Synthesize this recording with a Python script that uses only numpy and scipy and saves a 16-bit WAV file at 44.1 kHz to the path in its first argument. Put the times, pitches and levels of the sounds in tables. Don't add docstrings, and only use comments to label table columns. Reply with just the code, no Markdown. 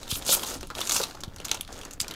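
import sys
import numpy as np
from scipy import signal
from scipy.fft import rfft, irfft, next_fast_len
from scipy.io import wavfile
from scipy.ndimage import uniform_filter1d

SR = 44100
rng = np.random.default_rng(int(sys.argv[2]) if len(sys.argv) > 2 else 0)


def gain_from_db(level_db):
    decades = np.asarray(level_db, float) / 20
    return 10 ** decades


def wav_out(sig):
    wavfile.write(sys.argv[1], SR, np.round(np.clip(np.atleast_2d(sig).T, -1, 1) * 32767).astype(np.int16))


N = 94815

# (time [s], fine crackle level [dB], body crumple level [dB])
GRIP = [(0, -50.5, -51.5), (.22, -46.5, -45.5), (.37, -34.5, -42), (.55, -37.5, -43), (.59, -51, -55),
        (.74, -55.5, -67), (.76, -40.5, -39), (.86, -38, -42.5), (1.05, -41, -44), (1.19, -59, -54.5),
        (1.33, -65.5, -54), (1.53, -45, -45.5), (1.66, -60.5, -58), (1.74, -48.5, -45.5), (1.87, -55, -47),
        (1.99, -72, -57.5), (2.03, -50, -47), (2.15, -59, -46.5)]
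# (frequency [Hz], density [dB per Hz])
FOIL_SPECTRUM = [(1290, -40), (2200, -1.5), (3040, 2.5), (3360, 2), (5220, -1.5), (6980, -0.5),
                 (13700, -4.5), (16000, -17)]
# (frequency [Hz], density [dB per Hz])
BODY_SPECTRUM = [(88, -68), (150, -9.5), (184, 0), (528, 0.5), (1370, -9), (1990, -6), (2200, 12),
                 (2860, -35), (4840, -120)]
FOIL_CYCLES, BODY_CYCLES = 15.2, 5.36


def rms_one(x):
    return x / np.sqrt(np.mean(x ** 2) + 1e-20)


def in_time(rows):
    s, *columns = np.transpose(rows)
    return [np.interp(np.arange(N) / SR, s, column) for column in columns]


def at_hz(points, hz):
    point_hz, point_db = np.array(points).T
    return np.interp(np.log(hz), np.log(point_hz), point_db)


def drift(rate_hz):
    r = np.exp(-2 * np.pi * rate_hz / SR)
    settle = 9000
    noise = rng.standard_normal(N + settle)
    return rms_one(signal.lfilter([1], [1, -2 * r, r * r], noise)[settle:])


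def ring(clicks, hz, cycles):
    r = gain_from_db(-60 * hz / (cycles * SR))
    w = 2 * np.pi * hz / SR
    struck = signal.lfilter([1, 0, -1], [1, -2 * r * np.cos(w), r * r], clicks + 1e-18)
    return np.sqrt(1 - r * r) * struck


def coloured(spectrum):
    hz = np.arange(N // 2 + 1) * SR / N + 1
    white = rfft(rng.standard_normal(N))
    return rms_one(irfft(white * gain_from_db(at_hz(spectrum, hz)), N))


def grains(per_s, spread_db, clump_db, spectrum, cycles, top_hz=15000, strip_hz=None, tilt_db=0, count=20):
    strip_db, strip_octaves = 8.0, .28
    clump = clump_db * (drift(150) + .4 * drift(30))
    click_db = clump + spread_db * np.minimum(rng.exponential(1, N), 5)
    sizes = gain_from_db(click_db) * rng.choice([-1, 1], N)
    clicks = sizes * (rng.random(N) < per_s * gain_from_db(clump) / SR)
    dealt = rng.integers(0, count, N)
    out = 0
    for k, hz in enumerate(np.geomspace(spectrum[1][0], top_hz, count)):
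        db = at_hz(spectrum, hz) + 10 * np.log10(hz)
        db = db + tilt_db * max(np.log2(hz / 5000), 0)
        if strip_hz is not None:
            octaves = np.log2(hz / strip_hz)
            db = db + strip_db * np.exp(-.5 * (octaves / strip_octaves) ** 2)
        out = out + ring(clicks * (dealt == k) * gain_from_db(db), hz, cycles)
    return out / np.sqrt(uniform_filter1d(out ** 2, size=5000) + 1e-20)


def bursts(rows, spectrum, cycles, own_cycles, own_db, per_s, main_s, tail_s, tail_db, top_hz, pouch_db=-4):
    pouch_hz, pouch_cycles = 1287, 9.0
    tilt_db, above_db = 1, 2.5
    rise_share = 0.14
    length = 4000
    out, t = np.zeros(N + SR), np.arange(length) / SR
    pitches = np.geomspace(spectrum[1][0], top_hz, 9)
    gains = gain_from_db(at_hz(spectrum, pitches) + 10 * np.log10(pitches / pitches[4]))
    decay = np.exp(-t / main_s) + gain_from_db(tail_db) * np.exp(-t / tail_s)
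    shape = decay * (1 - 0.56 * np.exp(-t / (rise_share * main_s)))
    for s, db, hz in rows:
        draw = rng.standard_normal((10, length)) * (rng.random((10, length)) < per_s / SR)
        draw[range(10), (rng.random(10) * SR / per_s).astype(int)] += 1
        slips = draw * shape
        facets = 0
        for gain, pitch, run in zip(gains, pitches, slips):
            octaves = np.log2(pitch / hz)
            loss_db = tilt_db * abs(octaves) + above_db * max(octaves, 0)
            facets = facets + gain * gain_from_db(-loss_db) * ring(run, pitch, cycles)
        own = gain_from_db(own_db) * rms_one(ring(slips[9], hz, own_cycles))
        pouch_gain = gain_from_db(pouch_db - 2 * tilt_db * abs(np.log2(hz / pouch_hz)))
        pouch = pouch_gain * rms_one(ring(slips[0], pouch_hz, pouch_cycles))
        sound = rms_one(facets) + own + pouch
        i = int(s * SR)
        out[i:i + length] += gain_from_db(db) * sound / np.abs(sound).max()
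    return out[:N]


def foil_bursts(rows, own_db, main_s, tail_db, top_hz, pouch_db=-4):
    return bursts(rows, FOIL_SPECTRUM, FOIL_CYCLES, 14.0, own_db, 3000, main_s, 0.01, tail_db, top_hz, pouch_db)


def rips():
    # (time [s], level [dB], pitch of the taut strip [Hz])
    peels = [
        [(.09, -40, 3550), (.105, -28, 3370), (.148, -32.5, 3470), (.16, -33.5, 11500), (.195, -40, 12300)],
        [(.25, -44, 6500), (.28, -26.5, 5000), (.312, -19, 3400), (.325, -18.5, 9900), (.35, -18.5, 11300),
         (.358, -34, 10600), (.375, -31, 7100)],
        [(.87, -56, 6800), (.905, -40, 6750), (.925, -29, 7000), (.95, -26.5, 6860), (.975, -29.5, 6200),
         (1.04, -36.5, 4430), (1.055, -49, 5000)],
        [(2.006, -49, 12600), (2.018, -42, 13100), (2.03, -65, 9000)],
    ]
    rows = []
    for peel in peels:
        (start, _, first_hz), (end, _, last_hz) = peel[0], peel[-1]
        rows += [(start - .005, -80, first_hz), *peel, (end + 0.013, -80, last_hz)]
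    db, hz = in_time(rows)
    return gain_from_db(db) * grains(14000, 2.6, .7, FOIL_SPECTRUM, 20.0, strip_hz=hz, count=28)


def snaps():
    # (time [s], peak level [dB], facet
    # pitch [Hz])
    creases = [(0.0308, -25, 3980), (0.1138, -17.5, 3400), (0.1555, -22, 3320), (0.2234, -24, 3640),
               (0.2498, -30, 6600), (0.2648, -18.5, 7640), (0.278, -17.5, 9600), (0.2915, -13, 3550),
               (0.3942, -23, 3380), (0.4862, -24, 6100), (0.5153, -28.5, 3570), (0.6088, -28.5, 5840),
               (0.63, -27.5, 3070), (0.6709, -31.5, 9600), (0.702, -29, 4360), (0.7512, -23, 3800),
               (0.784, -23.5, 3300), (0.853, -24.5, 6800), (0.8732, -19.5, 6660), (0.8945, -12, 6550),
               (0.9104, -13, 3800), (0.9195, -11, 7000), (0.9447, -17, 7100), (0.9635, -11.5, 5900),
               (0.9924, -21, 6800), (1.0367, -15, 4080),
               (1.1096, -29, 4000), (1.1512, -37, 6240), (1.2355, -23, 3870), (1.3616, -31, 6060),
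            (1.384, -35, 4420), (1.401, -27.5, 2850), (1.4461, -26, 4230), (1.4508, -19.5, 6160),
            (1.483, -24.5, 3400), (1.545, -22, 6400), (1.572, -31, 3840), (1.6768, -35, 3400),
            (1.7266, -29.5, 6300), (1.8133, -30, 3130), (1.833, -32, 2630), (1.8508, -27, 6700),
            (1.9342, -26.5, 7040), (2.081, -24, 5400), (2.1099, -24, 3830), (2.138, -30.5, 3200)]
    return foil_bursts(creases, own_db=1.5, main_s=0.0015, tail_db=-10.5, top_hz=15540)


def cracks():
    # (time [s], peak level [dB], facet pitch [Hz])
    pops = [(1.5142, -10, 3400), (1.5150, -10, 6300), (1.5168, -14, 3000), (1.6093, -19, 3300),
            (1.6105, -17, 10000), (1.9993, -26, 8000), (2.0023, -9, 4800), (2.0028, -12, 8000),
            (2.0063, -14, 5000), (2.013, -11, 7600), (2.0195, -22, 6000)]
    return foil_bursts(pops, own_db=6.0, main_s=.0009, tail_db=-19, top_hz=16300, pouch_db=-14)


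def ticks():
    # (time [s], peak level [dB], facet pitch [Hz])
    small = [(0.0168, -40, 6300), (0.0665, -56, 4000), (0.0785, -29, 3640), (0.1922, -30, 8660),
             (0.3229, -12, 3600), (0.4478, -44, 6740), (0.4715, -32, 6100), (0.4809, -48, 6600),
             (0.5004, -21.5, 7450), (0.5413, -34, 6160), (0.5621, -36, 4730), (0.5691, -31, 8800),
             (0.636, -34, 2900), (0.6511, -45, 3400), (0.7111, -36, 3400), (0.7758, -39, 6100),
             (0.8053, -19.5, 6200), (0.8599, -40, 6200), (0.8839, -29, 7000), (0.8897, -39, 6840),
             (0.8983, -14, 6560), (0.9489, -14, 7000), (0.999, -24, 6440), (1.0148, -19.5, 4000),
             (1.0546, -33, 5400), (1.1298, -45, 5600), (1.1487, -35, 4300), (1.1709, -45, 2700),
             (1.2142, -34.5, 5800), (1.2455, -35, 6100), (1.2802, -39.5, 3100), (1.2989, -49, 3400),
             (1.3128, -57, 2800), (1.3362, -46, 3700), (1.3435, -48, 6700), (1.3496, -56, 6100),
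             (1.4138, -34, 3220), (1.5521, -26, 3000), (1.5914, -44, 3300), (1.6316, -38, 3000),
             (1.6489, -34, 3840), (1.6902, -48, 5700), (1.7219, -39, 6700), (1.735, -37, 5870),
             (1.7548, -37, 6540), (1.7657, -34.5, 3200), (1.778, -33.5, 6760), (1.784, -36, 3250),
             (1.7897, -31, 6800), (1.8817, -47, 6400), (1.9289, -37, 6070), (2.0327, -32, 5060),
             (2.0404, -38, 3400), (2.0449, -29.5, 2470), (2.0611, -43, 3800), (2.0909, -43, 3400),
             (2.12, -35, 3120), (2.1425, -41, 3300)]
    return foil_bursts(small, own_db=6.5, main_s=0.0014, tail_db=-19, top_hz=15200, pouch_db=1)


def bunches():
    # (time [s], peak level [dB], facet pitch [Hz])
    groups = [
        (0.4316, -22, 3240),
        (0.8131, -15, 3530),
        (1.0315, -18.5, 4050),
        (1.2050, -32, 6300),
        (1.4924, -27, 3640),
        (1.9090, -31, 6700),
    ]
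    return foil_bursts(groups, own_db=1.5, main_s=0.0047, tail_db=-29, top_hz=16000)


def crackle():
    db = in_time(GRIP)[0]
    dulling = 0.57
    return gain_from_db(db) * grains(8000, 2.8, 1.2, FOIL_SPECTRUM, FOIL_CYCLES, tilt_db=dulling * (db + 32.5))


def buckles():
    # (time [s], peak level [dB], panel pitch [Hz])
    panels = [(0.029, -33.5, 480), (0.223, -41, 516), (0.29, -18.5, 554), (0.329, -17, 1410),
              (0.369, -27.5, 775), (0.434, -23.5, 870), (0.509, -25.5, 513), (0.609, -29.5, 1470),
              (0.629, -27.5, 325), (0.702, -23, 1210), (0.558, -29, 300), (0.774, -33.5, 357),
              (0.806, -20, 1190), (0.958, -20, 1160), (1, -19.5, 493), (1.109, -36.5, 1300),
              (1.146, -33, 770), (1.171, -29.5, 1390), (1.234, -26.5, 770), (1.398, -31.5, 420),
              (1.516, -25.5, 770), (1.544, -30.5, 570), (1.597, -34, 248), (1.69, -31.5, 670),
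              (2.043, -39, 430), (2.108, -31, 334)]
    sound = bursts(panels, BODY_SPECTRUM, BODY_CYCLES, own_cycles=6.0, own_db=2.5, per_s=700,
                   main_s=0.0054, tail_s=0.023, tail_db=-7, top_hz=2620)
    return signal.sosfilt(signal.butter(2, 1730, fs=SR, output="sos"), sound)


def crumple():
    db = in_time(GRIP)[1]
    return gain_from_db(db) * grains(1500, 2.5, 1.6, BODY_SPECTRUM, BODY_CYCLES, top_hz=1820)


def mouth(x):
    # (frequency [Hz], width [Hz], boost [dB])
    bands = [(1410, 96, 3), (1970, 540, -1.5), (3400, 167, 1), (6700, 600, 2)]
    for hz, width, db in bands:
        x = x + (gain_from_db(db) - 1) * signal.lfilter(*signal.iirpeak(hz, hz / width, fs=SR), x)
    return x


def bumps():
    # (time [s], peak level [dB], pitch [Hz], 60 dB decay [s], push direction [+1 or -1])
    pushes = [
        (.124, -26, 70, .07, -1),
        (.345, -38, 24, .15, 1),
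        (.965, -40, 80, .08, 1),
        (1.2775, -29.5, 62, .06, 1),
        (2.014, -36, 65, .06, 1),
    ]
    out = np.zeros(N)
    for s, db, hz, t60, way in pushes:
        t = np.maximum(np.arange(N) / SR - s, 0)
        sagging = t + 0.0083 * (1 - np.exp(-t / 0.0018))
        out += way * gain_from_db(db + 3 - 60 * t / t60) * np.sin(2 * np.pi * hz * sagging)
    return signal.sosfilt(signal.butter(2, 266, fs=SR, output="sos"), out)


def room(x):
    t60_s, wall_cut_hz = 0.15, 2750
    size = next_fast_len(N + SR)
    w = 2 * np.pi * np.arange(size // 2 + 1) / size
    dull = 1 / (1 + 1j * w * SR / (2 * np.pi * wall_cut_hz))
    response = 0
    for k, delay_s in enumerate(rng.uniform(.008, .03, 8)):
        loop = gain_from_db(-60 * delay_s / t60_s) * dull * np.exp(-1j * w * int(delay_s * SR))
        response = response + (-1) ** k * loop / (1 - loop)
    return irfft(rfft(x, size) * response, size)[:N]


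def background():
    # (frequency [Hz], density [dB per Hz])
    rumble = [(8.8, -27), (15, 5), (32, -3.5), (70, -6), (184, -14), (242, -17.5), (300, -10), (390, -50),
              (660, -120)]
    # (frequency [Hz], density [dB per Hz])
    hiss = [(300, 5), (1500, -19), (16000, -2)]
    # (time [s], level [dB])
    sway = [(0, -49.5), (.2, -44.5), (.4, -48), (.45, -49.5), (.6, -43.5), (.85, -47.5), (2.15, -48.5)]
    sway_db, = in_time(sway)
    lumps_db = 1.5 * drift(18)
    return gain_from_db(sway_db + lumps_db) * coloured(rumble) + gain_from_db(-69) * coloured(hiss)


def scene():
    no_bass = signal.butter(2, 3630, "high", fs=SR, output="sos")
    foil = signal.sosfilt(no_bass, rips() + crackle())
    bag = mouth(foil + snaps() + cracks() + ticks() + bunches() + buckles() + crumple())
    return (bag + gain_from_db(-12.5) * room(bag) + bumps() + background())[None]


def band_limit(x):
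    return signal.sosfilt(signal.butter(12, 17000, fs=SR, output="sos"), x)


def record(dry):
    ceiling = .5
    rounded = ceiling * np.tanh(dry / ceiling)
    mix = signal.sosfilt(signal.cheby2(10, 30, 16100, fs=SR, output="sos"), rounded)
    return band_limit(mix)


dry = scene()
out = record(dry)
wav_out(out)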